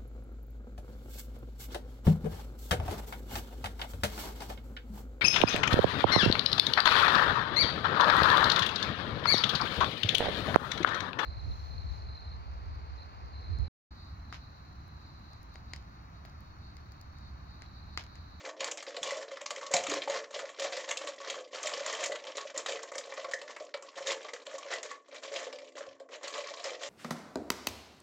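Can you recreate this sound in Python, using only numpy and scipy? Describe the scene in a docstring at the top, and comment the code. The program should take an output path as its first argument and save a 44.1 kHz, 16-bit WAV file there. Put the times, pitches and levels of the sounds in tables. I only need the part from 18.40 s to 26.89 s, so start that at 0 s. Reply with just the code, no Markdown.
"""Thin plastic strips rustle and crackle in squeezes, with sharp snaps over light fingering.
Hands curl the strips, cut from an empty bottle: creases are short noise bursts with pitched notes.
The hollow bottle answers knocks and jolts with decaying modes, and now and then bumps the table.
A small room answers; faint noise and drifting tones lie behind, all through a narrow-band microphone."""
import sys
import numpy as np
from scipy import signal
from scipy.fft import rfft, irfft
from scipy.io import wavfile
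from scipy.ndimage import uniform_filter1d

SR = 44100
rng = np.random.default_rng(int(sys.argv[2]) if len(sys.argv) > 2 else 0)


def dump_mix(stems):
    """Bounce the given channels to the path in sys.argv[1] as a 16-bit WAV at rate SR."""
    frames = np.atleast_2d(stems).T  # one column per channel
    limited = np.clip(frames, -1, 1)  # hard clip at full scale
    pcm = np.round(limited * 32767).astype(np.int16)
    wavfile.write(sys.argv[1], SR, pcm)


N = 374409  # length in samples

# modes of the hollow bottle: pitch_hz, level_db, t60_s
BOTTLE_MODES = [(333, -19, 0.03), (415, -1.5, 0.015), (460.6, -11.5, 0.094), (500, -8.5, 0.091),
                (549, 0.5, 0.072), (581, 0, 0.055), (630, -20.5, 0.19), (690.6, -5, 0.1), (869, -1, 0.069),
                (1120, -12.5, 0.28)]
# resonances of the strips, broad and narrow: centre_hz, width_hz, lift_db
STRIP_RESONANCES = [(1130, 195, 5.5), (1735, 14, 6.5), (1820, 56, 4.5), (2010, 280, 6), (2370, 105, 4.5),
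                    (3170, 180, 2.5), (4650, 100, -2), (5440, 4370, 4)]
# colour of the microphone: frequency_hz, gain_db
MICROPHONE_COLOUR = [(25, -26), (110, -17.5), (210, -12), (280, 4), (420, 3), (1000, -2.5), (2600, -3),
                     (5000, -2.5), (7300, 2.5), (8200, -13.5), (9600, -29), (12500, -39.5), (15500, -34.5)]


def gain_of(db):
    """Decibels to an amplitude factor."""
    return 10 ** (np.asarray(db) / 20)


def evened(x):
    """Scales to rms 1."""
    return x / np.sqrt(np.mean(x ** 2) + 1e-20)


def read(points, hz):
    """Reads a two-column spectrum table on a log-frequency axis."""
    f, value = np.transpose(points)
    return np.interp(np.log(hz + 1), np.log(f + 1), value)


def add(mix, s, sound):
    """Mixes a sound in at s seconds."""
    part = mix[max(round(s * SR), 0):][:len(sound)]
    part += sound[:len(part)]


def band(x, lo_hz, hi_hz):
    """Gentle causal band-pass."""
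    return signal.sosfilt(signal.butter(2, [lo_hz, hi_hz], "band", fs=SR, output="sos"), x)


def causal(db, size=4096):
    """Minimum-phase response of a gain given on the positive bins."""
    log_gain = np.log(gain_of(np.concatenate([db, db[-2:0:-1]])))
    return np.fft.ifft(np.exp(np.conj(signal.hilbert(log_gain)))).real[:size]


def ring(hz, t60, size):
    """A sine that dies by 60 dB in t60 seconds."""
    t = np.arange(size) / SR
    return gain_of(-60 * t / t60) * np.sin(2 * np.pi * hz * t)


def handling_db(t):
    """How hard the strips crackle: the powers of light fingering and of every squeeze add up."""
    # light fingering between the squeezes: time_s, crackle_db
    fingering = [(0, -45), (.16, -75), (.5, -69), (.9, -49), (1.28, -57.5), (1.9, -50.5), (2.75, -55.5),
                 (3.1, -63.5), (3.9, -49), (4.5, -59), (4.7, -48.5), (5.0, -49.5), (5.33, -83),
                 (5.5, -51.5), (6.1, -49.5), (6.5, -50.5), (6.62, -67.5), (6.75, -58), (7.05, -47.5),
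                 (7.3, -57.5), (7.48, -54.5), (7.57, -67.5), (7.67, -67), (7.8, -83), (8.05, -45),
                 (8.2, -47), (8.39, -49.5)]
    # squeezes that swell, hold and die away: start_s, hold_s, crackle_db
    squeezes = [(0.034, 0.027, -43.5), (0.189, 0.064, -42.5), (0.364, 0.013, -43), (0.456, .02, -46.5),
                (0.527, 0.012, -46), (0.602, 0.17, -41.5), (1.12, 0.097, -47), (1.312, 0.065, -35.5),
                (1.432, 0.14, -40.5), (1.689, 0.074, -39.5), (1.922, 0.061, -42.5), (2.184, 0.05, -38.5),
                (2.307, 0.12, -42.5), (2.468, 0.041, -41.5), (2.592, 0.089, -43.5), (2.797, 0.0078, -42),
                (2.856, 0.1, -45), (3.127, 0.32, -41), (3.466, 0.18, -39.5), (3.616, 0.13, -52),
                (3.946, 0.034, -41.5), (4.04, 0.008, -45), (4.165, 0.011, -44.5), (4.255, 0.074, -39),
                (4.421, 0.023, -51.5), (4.53, 0.022, -41.5), (5.072, 0.023, -44.5), (5.183, 0.056, -53),
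                (5.344, 0.011, -51.5), (5.55, 0.054, -44.5), (5.657, 0.037, -34.5), (5.845, 0.016, -47.5),
                (5.922, 0.0085, -48.5), (6.111, 0.0055, -46), (6.3, 0.025, -38.5), (6.431, 0.07, -45),
                (6.726, 0.018, -46), (6.817, 0.018, -41), (6.912, 0.06, -41), (7.371, 0.021, -45),
                (7.707, 0.014, -45), (7.821, 0.063, -43.5), (7.925, 0.025, -40.5), (8.229, 0.015, -38),
                (8.4, 0.091, -41)]
    swell_s, swell_db, die_db_per_s = 0.024, 14, 199.5

    power = gain_of(2 * np.interp(t, *np.transpose(fingering)))
    for start, hold, db in squeezes:
        rise_db = swell_db * np.minimum((t - start) / swell_s - 1, 0)
        fall_db = die_db_per_s * np.maximum(t - start - swell_s - hold, 0)
        power = power + gain_of(2 * (db + rise_db - fall_db))
    return 10 * np.log10(power)


def clicks(per_s, spread_db, clump_db):
    """Sparse clicks of very unequal size that come in clumps."""
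    clumps = gain_of(clump_db * evened(uniform_filter1d(rng.standard_normal(N), 500)))
    size = gain_of(spread_db * np.minimum(rng.exponential(1, N), 3)) * rng.choice([-1, 1], N)
    return size * (rng.random(N) < per_s * clumps / SR)


def buckles(chance, low_db, high_db, last_s, rise_s):
    """A crease as a lumpy noise burst of tiny buckles, which drops to a weaker decay around last_s."""
    t = np.arange(chance.shape[1]) / SR
    lumps = gain_of(3.44 * evened(uniform_filter1d(chance[1], 40)))
    run = gain_of(-60 * t / 0.088) * (gain_of(-3.5) + 1 / (1 + (t / last_s) ** 6))
    burst = chance[0] * lumps * (1 - np.exp(-t / rise_s)) * run
    # each crease splits its colour at other frequencies
    a, b = np.array([2600, 5000]) * np.exp(.16 * chance[1, :2])
    parts = [band(burst, 800, a), band(burst, .8 * a, b), band(burst, .8 * b, 18000)]
    low, middle, high = (p / abs(p).max() for p in parts)
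    return gain_of(low_db) * low + gain_of(2.0) * middle + gain_of(high_db + 7) * high


def bottle_ring(centre_hz, chance, thud_db):
    """Modes near the jolted pitch region speak loudest, and the grip detunes them a little; peak 1."""
    hz, db, t60 = np.transpose(BOTTLE_MODES)[:, :, None]
    t = np.arange(6144) / SR
    db = db + 4.16 * chance[:, :1] - 30 * abs(np.log2(hz / centre_hz))
    detuned_hz = hz * (1 + 0.021 * chance[:, 1:])
    modes = gain_of(db - 60 * t / t60) * np.sin(2 * np.pi * detuned_hz * t)
    sound = modes.sum(0) * (1 - np.exp(-t / 0.0062))  # the hollow body takes a moment to speak
    # dull thud of the whole bottle
    sound = sound + gain_of(thud_db) * abs(sound).max() * ring(163, 0.022, len(t))
    return sound / abs(sound).max()


def crackle(count=30):
    """Many small creases with varied colours and notes; some of them jolt the bottle into ringing."""
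    control_s = np.arange(0, N + 128, 128) / SR
    crackle_db = handling_db(control_s)
    t = np.arange(N) / SR

    # hard squeezes crease more places at once
    dense = gain_of(.8 * np.clip(np.interp(t + .01, control_s, crackle_db) + 44.5, -8, 14))
    train = clicks(per_s=220 * dense, spread_db=4.0, clump_db=3.5) / np.sqrt(dense)

    patch = rng.integers(0, count, N)
    colours_db = 12.9 * rng.standard_normal((count, 2)) - [6.0, 7.0]
    resonances_hz = np.transpose(STRIP_RESONANCES)[0]
    notes_hz = rng.choice(resonances_hz, count) * np.exp(0.047 * rng.standard_normal(count))
    fizz = np.zeros(N)
    for k, ((low_db, high_db), hz) in enumerate(zip(colours_db, notes_hz)):
        chance = rng.standard_normal((2, 1024))
        burst = buckles(chance, low_db, high_db, last_s=0.0058, rise_s=rng.uniform(0.0011, 0.0088))
        crease = evened(burst + gain_of(-5.0) * ring(hz, 0.0017 + 30 / hz, 1024))
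        fizz += signal.oaconvolve(train * (patch == k), crease)[:N]

    place = rng.integers(0, count, N)
    jolt_gain = gain_of(np.interp(t + 0.017, control_s, crackle_db) - 11)
    jolts = train * (rng.random(N) < .55) * jolt_gain
    regions_hz = 560 * np.exp(0.2 * rng.standard_normal(count))
    body = np.zeros(N)
    for k, hz in enumerate(regions_hz):
        answer = bottle_ring(hz, rng.standard_normal((len(BOTTLE_MODES), 2)), thud_db=-17)
        body += signal.oaconvolve(jolts * (place == k), answer)[:N]

    # skin sliding on the plastic
    rustle = band(clicks(per_s=4000, spread_db=5.0, clump_db=2.5), 800, 12000)
    strips = evened(fizz) + gain_of(-11.5) * dense ** 0.67 * evened(rustle)
    return strips * gain_of(np.interp(t + 0.0059, control_s, crackle_db) - 3.5) + body


def background():
    """Spectrally shaped room noise, and slowly gliding, wavering sines from outside."""
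    # spectrum of the room noise, only its shape counts: frequency_hz, density_db (per Hz)
    noise_shape = [(120, -22.5), (200, 14), (653, 11.5), (819, -12.5), (1080, 20.5), (1440, -38),
                   (7500, -95), (9750, -45), (16500, -120)]
    # faint tones that drift in and out: start_s, end_s, first_hz, last_hz, level_db (rms)
    tones = [(0, .42, 302, 325, -70), (6.68, 7.75, 264, 274, -71.5), (7.2, 7.6, 341, 339, -72)]

    shape_gain = gain_of(read(noise_shape, np.fft.rfftfreq(N, 1 / SR)))
    noise = irfft(rfft(rng.standard_normal(N)) * shape_gain, N)
    out = gain_of(-67.5) * evened(noise)
    slow = uniform_filter1d(uniform_filter1d(rng.standard_normal(N), 2500), 1500)
    waver_db = 2.5 * evened(slow)
    for start, end, first_hz, last_hz, db in tones:
        t = np.arange(0, end - start, 1 / SR)
        # the same waver, read backwards, unsteadies the pitch by a few Hz
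        pitch_hz = np.linspace(first_hz, last_hz, len(t)) + .8 * waver_db[::-1][:len(t)]
        turns = np.cumsum(pitch_hz) / SR
        fade = np.minimum(np.minimum(t, t[::-1]) / 0.028, 1)
        level = gain_of(db + waver_db[round(start * SR):][:len(t)]) * np.sqrt(2)
        add(out, start, level * fade * np.sin(2 * np.pi * turns))
    return out


def knocks():
    """Fingers and strips knock the hollow bottle, and its modes ring after each knock."""
    # knocks on the bottle: time_s, level_db (relative), region_hz (the pitch region that answers most)
    knock_list = [(0.042, -40, 549), (0.074, -34.5, 620), (0.195, -43, 625), (0.212, -33, 535),
                  (0.319, -37.5, 540), (0.476, -33, 505), (0.545, -38.5, 570), (0.572, -33, 600),
                  (0.65, -35, 546), (0.677, -32.5, 566), (0.72, -28.5, 585), (0.754, -34.5, 574),
                  (0.784, -37.5, 560), (0.882, -40.5, 506), (0.916, -35.5, 530), (1.017, -36, 546),
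                  (1.109, -34, 590), (1.17, -36, 549), (1.23, -38, 576), (1.274, -42.5, 560),
                  (1.308, -30.5, 530), (1.337, -21, 660), (1.341, -28.5, 432), (1.359, -22, 695),
                  (1.397, -36, 570), (1.515, -34, 443), (1.569, -31, 560), (1.677, -28, 570),
                  (1.695, -26, 556), (1.749, -34.5, 636), (1.941, -43, 549), (1.963, -31, 564),
                  (2.03, -31, 564), (2.092, -42, 616), (2.202, -34, 584), (2.246, -27, 546),
                  (2.374, -32.5, 549), (2.494, -34, 550), (2.573, -40, 540), (2.64, -34.5, 600),
                  (2.948, -49, 573), (2.965, -33, 490), (2.992, -38, 496), (3.247, -29.5, 589),
                  (3.376, -35.5, 615), (3.406, -31, 530), (3.47, -33, 604), (3.49, -39, 530),
                  (3.611, -31, 570), (3.661, -36, 574), (3.697, -26.5, 557), (3.722, -31.5, 555),
                  (3.88, -35.5, 560), (4.051, -36.5, 580), (4.145, -37, 530), (4.168, -34, 537),
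                  (4.345, -33.5, 540), (4.518, -35.5, 540), (4.558, -32, 543), (4.587, -39, 540),
                  (4.671, -36.5, 547), (4.7, -47, 530), (4.722, -39, 540), (4.778, -33.5, 576),
                  (4.845, -32, 570), (4.884, -36.5, 557), (4.938, -32, 552), (5.017, -39.5, 555),
                  (5.045, -42.5, 584), (5.206, -32.5, 540), (5.343, -31.5, 555), (5.446, -45.5, 546),
                  (5.565, -38.5, 566), (5.605, -33.5, 549), (5.679, -33, 493), (5.718, -42, 600),
                  (5.85, -39, 540), (5.933, -34.5, 460), (6.073, -36.5, 535), (6.14, -33, 550),
                  (6.255, -36, 546), (6.334, -30, 590), (6.442, -36, 550), (6.687, -48, 549),
                  (6.726, -46, 540), (6.915, -33, 549), (6.962, -32.5, 550), (7.068, -31, 530),
                  (7.134, -37, 506), (7.229, -39.5, 560), (7.354, -37.5, 544), (7.406, -34, 557),
                  (7.466, -38.5, 549), (7.603, -38, 556), (7.693, -47, 447), (7.947, -40, 470),
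                  (7.983, -31, 596), (8.108, -33.5, 630), (8.252, -30, 564), (8.316, -32.5, 570),
                  (8.41, -41.5, 540), (8.445, -33.5, 563)]
    out = np.zeros(N)
    chance = rng.standard_normal((len(knock_list), len(BOTTLE_MODES), 2))
    for k, (s, db, hz) in enumerate(knock_list):
        add(out, s, gain_of(db - 3.5) * bottle_ring(hz, chance[k], thud_db=-13))
    return out


def snaps():
    """A burst of buckles plus the note of the snapping patch; low and strong notes ring longer."""
    # clear snaps: time_s, level_db (relative), low_crack_db and high_crack_db (colour trims),
    # pitch_hz (of the snapping patch), note_db (relative to level_db)
    snap_list = [(.2053,-26.5,-10,-6,6800,-6.5),(.243,-26,-4.5,0.5,4500,-2),(.2758,-31.5,-2,1,1120,-24),(.3132,-34,-3,9,6030,-12),(.373,-43,-7,7.5,6300,1),(.4256,-36,2,1.5,2190,-18),(.466,-40,5,-6,1120,-16),(.5655,-27.5,-5.5,-3.5,1970,-22),(.63,-31,-1,6.5,3420,5.5),(.6738,-28,-11,-2.5,1120,-16),(.7067,-29,-0.5,4,1983,-6.5),(.9144,-49,11,3.5,1760,-12),(.9703,-40,6.5,1,1980,-6),(1.013,-36.5,1.5,0,1920,-13),(1.06,-25,-6,-11.5,1120,-17.5),(1.106,-23.5,-5.5,-2,1147,-25),(1.1613,-37.5,-6,0.5,2030,-17),(1.2298,-41.5,-9,-9,1110,1.5),(1.264,-31.5,-23,-3,1120,-17),(1.3135,-36,-3,4.5,7240,-25),(1.3382,-19.5,-1.5,4,2206,-9),(1.3653,-21,-4,2,4020,0),(1.4364,-34,-15,2,5940,-4),(1.4667,-28,-4,0,1244,-9),(1.4954,-30,-5,4.5,1860,-12),(1.5136,-25.5,-2,-2.5,6900,-10),(1.5376,-22,1.5,-4,1140,-20),(1.6193,-29.5,-10,-6.5,3170,1),(1.6755,-40,10,-4,871,7.5),(1.698,-28.5,-4,-2,6700,-5),(1.7457,-36.5,-14,-4,1094,-5),(1.9432,-35.5,-19,-19,2000,-7),(1.9909,-30.5,-3,-1,1900,-13),(2.091,-41.5,1,-3,1870,-6),(2.1961,-27,-7,0,2900,-14),(2.2423,-32,-10,-1,1310,-19),(2.3236,-34.5,1,-5,2020,-5.5),(2.367,-29,-4,-1.5,4130,-15),(2.4906,-30.5,-7,-1,1770,-7),(2.5096,-24.5,-7,0.5,6350,-9),(2.5717,-27.5,-10,4.5,6340,-20),(2.6716,-27.5,-5,0.5,2850,-7),(2.8023,-42,-13,-6,1120,-4),(2.8477,-47,11,-9,1950,-18),(2.899,-27,-10,-0.5,3230,-9),(2.9422,-36.5,2,-1,1130,-6.5),(3.1568,-36,-3,-24,1280,-7),(3.2296,-37.5,-10,8,6200,4),(3.2578,-31,-8,2,5400,-3),(3.27,-25,-11,1,7100,-21),(3.3361,-26.5,-6,-2.5,2900,-4),(3.4615,-25.5,-1.5,-1,2050,-15),(3.497,-32.5,-1,-7,4060,-7),(3.5273,-33,-12,3,1970,-4),(3.5484,-28.5,-7,-0.5,3110,-4),(3.6054,-37,-12,5,1070,-5),(3.6381,-28,-9,1.5,2040,-9),(3.6592,-32,-3,8.5,2000,-8),(3.7194,-31.5,0.5,-0.5,1990,-4.5),(3.7567,-32.5,-1,-4,3030,-9),(3.8684,-38,-2,-27,1130,-9),(3.9692,-35.5,-6,5,3900,-3),(3.981,-29,-1.5,-3,3570,-8),(4.162,-37,-3,-4,1934,-7),(4.1759,-30.5,-5,6.5,7060,0),(4.2615,-25.5,2.5,-2.5,3790,-1),(4.3175,-33.5,-9,0,1780,-16),(4.371,-43,-11,0,1975,1),(4.43,-39.5,1,4,1060,-10),(4.5178,-38.5,5,-0.5,1120,-9),(4.553,-36,5,4,1810,-7.5),(4.581,-28,-3,-1.5,4930,-3.5),(4.721,-43,7.5,-18,1130,-5),(4.738,-49,-6,6,1960,0),(4.774,-42.5,6.5,-16,1130,-4),(4.8443,-38,6,-1.5,1130,-10),(4.9126,-34,-4,-1,1130,-19),(4.9352,-34,-15,6,1858,7.5),(5.015,-34.5,-4,-3,1100,-26),(5.1637,-39,4.5,2,1920,-24),(5.2,-46,0.5,-19,1110,-9),(5.3405,-32,1.5,-3.5,2295,-5),(5.4237,-42.5,1,2.5,1130,-10),(5.5807,-33.5,-2,-1,2020,-22),(5.671,-28,-24,0.5,3770,1),(5.718,-24,-4,1.5,2220,-12),(5.8286,-44,-14,0,2370,-14),(5.8487,-48.5,3,-6,1160,3),(5.89,-44.5,-3,-20,2100,5),(5.9347,-30,-12,-1,1970,-10),(6.0658,-34,-2,-1.5,2430,-18),(6.182,-39,-2,3.5,1100,-5),(6.2282,-41,-7,-24,1145,-5),(6.323,-37,8.5,-8,1860,-21),(6.336,-31.5,-2,0.5,1980,-3),(6.43,-39,-11,6,6400,-8),(6.512,-38.5,5,3.5,1120,-4),(6.6824,-53,-3,1,1080,-5),(6.7434,-52,6.5,1,2530,-10),(6.8337,-40,1,-27,2400,-4),(6.9385,-37,-21,0,2130,-7),(6.9604,-28,-17,-6,2780,-4),(7.127,-35,-4,-4,2300,-8),(7.1861,-41,-3,-4,2370,-5),(7.3772,-39,1.5,-2.5,1090,-12),(7.5986,-48.5,2,2.5,1200,-12),(7.689,-53,7.5,1,1075,-4),(7.879,-31.5,-9,1,4380,-1),(7.9384,-32.5,-3,-9,3640,-4),(7.9787,-35.5,-20,2,1120,-7.5),(8.1384,-36.5,-4,-27,1050,-10),(8.194,-42.5,1,-2,1880,-18),(8.2418,-34,5,3.5,5160,4),(8.433,-28.5,-15,-2,3170,-6)]
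    out = np.zeros(N)
    chance = rng.standard_normal((len(snap_list), 2, 2048))
    swell = np.minimum(np.arange(4096) / SR / 0.0011, 1) ** 2  # the note opens within 1.1 ms
    for k, (s, db, low_db, high_db, hz, note_db) in enumerate(snap_list):
        burst = buckles(chance[k], low_db, high_db, last_s=0.0084, rise_s=0.001)
        add(out, s - .0006, gain_of(db + 1.0) * burst)

        t60 = (0.006 + 12 / hz) * gain_of(0.11 * max(note_db, 0))
        # faint long aftertone, beating with a partner slightly below the note
        pair = ring(hz, 12 * t60, 4096) + .6 * ring(hz * .94, 9 * t60, 4096)
        after = gain_of(-17 - 4 * np.log2(hz / 1500)) * pair
        add(out, s, gain_of(db + note_db + 6.5) * swell * (ring(hz, t60, 4096) + after))
    return out


def bumps():
    """The bottle meets the table: dull low knocks, each one short dying sine."""
    # bumps: time_s, level_db (as heard through the microphone colour), pitch_hz
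    bump_list = [(0.209, -57, 158), (0.615, -56.5, 163), (1.312, -52, 290), (1.342, -39.5, 159),
                 (1.359, -56, 292), (1.425, -62, 114), (1.484, -33.5, 290), (1.49, -50, 121),
                 (1.519, -27.5, 403), (1.552, -35.5, 295), (2.648, -46, 310), (4.168, -41, 344),
                 (7.483, -61, 101)]
    out, t = np.zeros(N), np.arange(4096) / SR
    for s, db, hz in bump_list:
        boost_db = -read(MICROPHONE_COLOUR, hz)  # makes up for the microphone's loss or gain here
        add(out, s, gain_of(db + boost_db) * ring(hz, 0.052, 4096) * (1 - np.exp(-t / 0.00018)))
    return out


def strip_colour(x):
    """Lifts or dips the resonances of the strips, broad and narrow."""
    hz = np.fft.rfftfreq(8192, 1 / SR)
    db = sum(g / (1 + (2 * (hz - f) / w) ** 2) for f, w, g in STRIP_RESONANCES)
    return signal.oaconvolve(x, causal(db))[:N]


def room_answer(early_db, late_db):
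    """Table and walls throw back a few taps within 10 ms, and a short dense tail starts at 7 ms."""
    # decay of the small room: frequency_hz, t60_s
    room_decay = [(200, 0.67), (1000, 0.36), (4000, 0.15), (10000, 0.22)]
    early = np.zeros(SR // 2)
    early[rng.integers(40, 440, 9)] = rng.choice([-1., 1.], 9) / 3
    taps = np.zeros(SR // 2)
    at = np.arange(300, SR // 2 - 20, 20)
    taps[at + rng.integers(0, 20, len(at))] = rng.choice([-1., 1.], len(at))
    hz, t, z = signal.stft(taps, SR, nperseg=256)
    decay = gain_of(-60 * t / read(room_decay, hz)[:, None])
    tail = signal.istft(z * decay, SR, nperseg=256)[1][:SR // 2]
    return gain_of(early_db) * early + gain_of(late_db) * tail / np.linalg.norm(tail)


def room(x, count=6):
    """The hands keep moving, so the echoes crossfade from one pattern to the next."""
    place = np.arange(N) / SR * 9.0 % count  # nine patterns a second, in a cycle
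    out = x.copy()
    for k in range(count):
        distance = abs((place - k + count / 2) % count - count / 2)
        share = np.cos(np.pi / 2 * np.minimum(distance, 1))
        out += signal.oaconvolve(x * share, room_answer(early_db=-17.5, late_db=-9.0))[:N]
    return out


def suppress(x):
    """A noise suppressor turns the quietest moments further down."""
    power_db = 10 * np.log10(abs(uniform_filter1d((x ** 2).mean(0), 600)) + 1e-12)
    cut_db = 0.55 * np.minimum(power_db + 54, 0)  # acts below -54 dB
    return x * gain_of(uniform_filter1d(cut_db, 300))


def scene():
    """Strips, bottle and table in the room over the background, the same in both channels."""
    strips = strip_colour(snaps() + knocks() + crackle())
    mono = room(strips + bumps()) + background()
    return np.array([mono, mono])


def record(dry):
    """Microphone colour with its fall above 7 kHz, noise suppressor, then the band limit."""
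    colour = causal(read(MICROPHONE_COLOUR, np.fft.rfftfreq(8192, 1 / SR)))
    heard = suppress(signal.oaconvolve(dry, colour[None])[:, :N])
    band_limit = signal.firwin(511, 15750, window=("kaiser", 9), fs=SR)  # low-pass edge in Hz
    return signal.oaconvolve(heard, band_limit[None], "same")


dry = scene()
out = record(dry)
dump_mix(out)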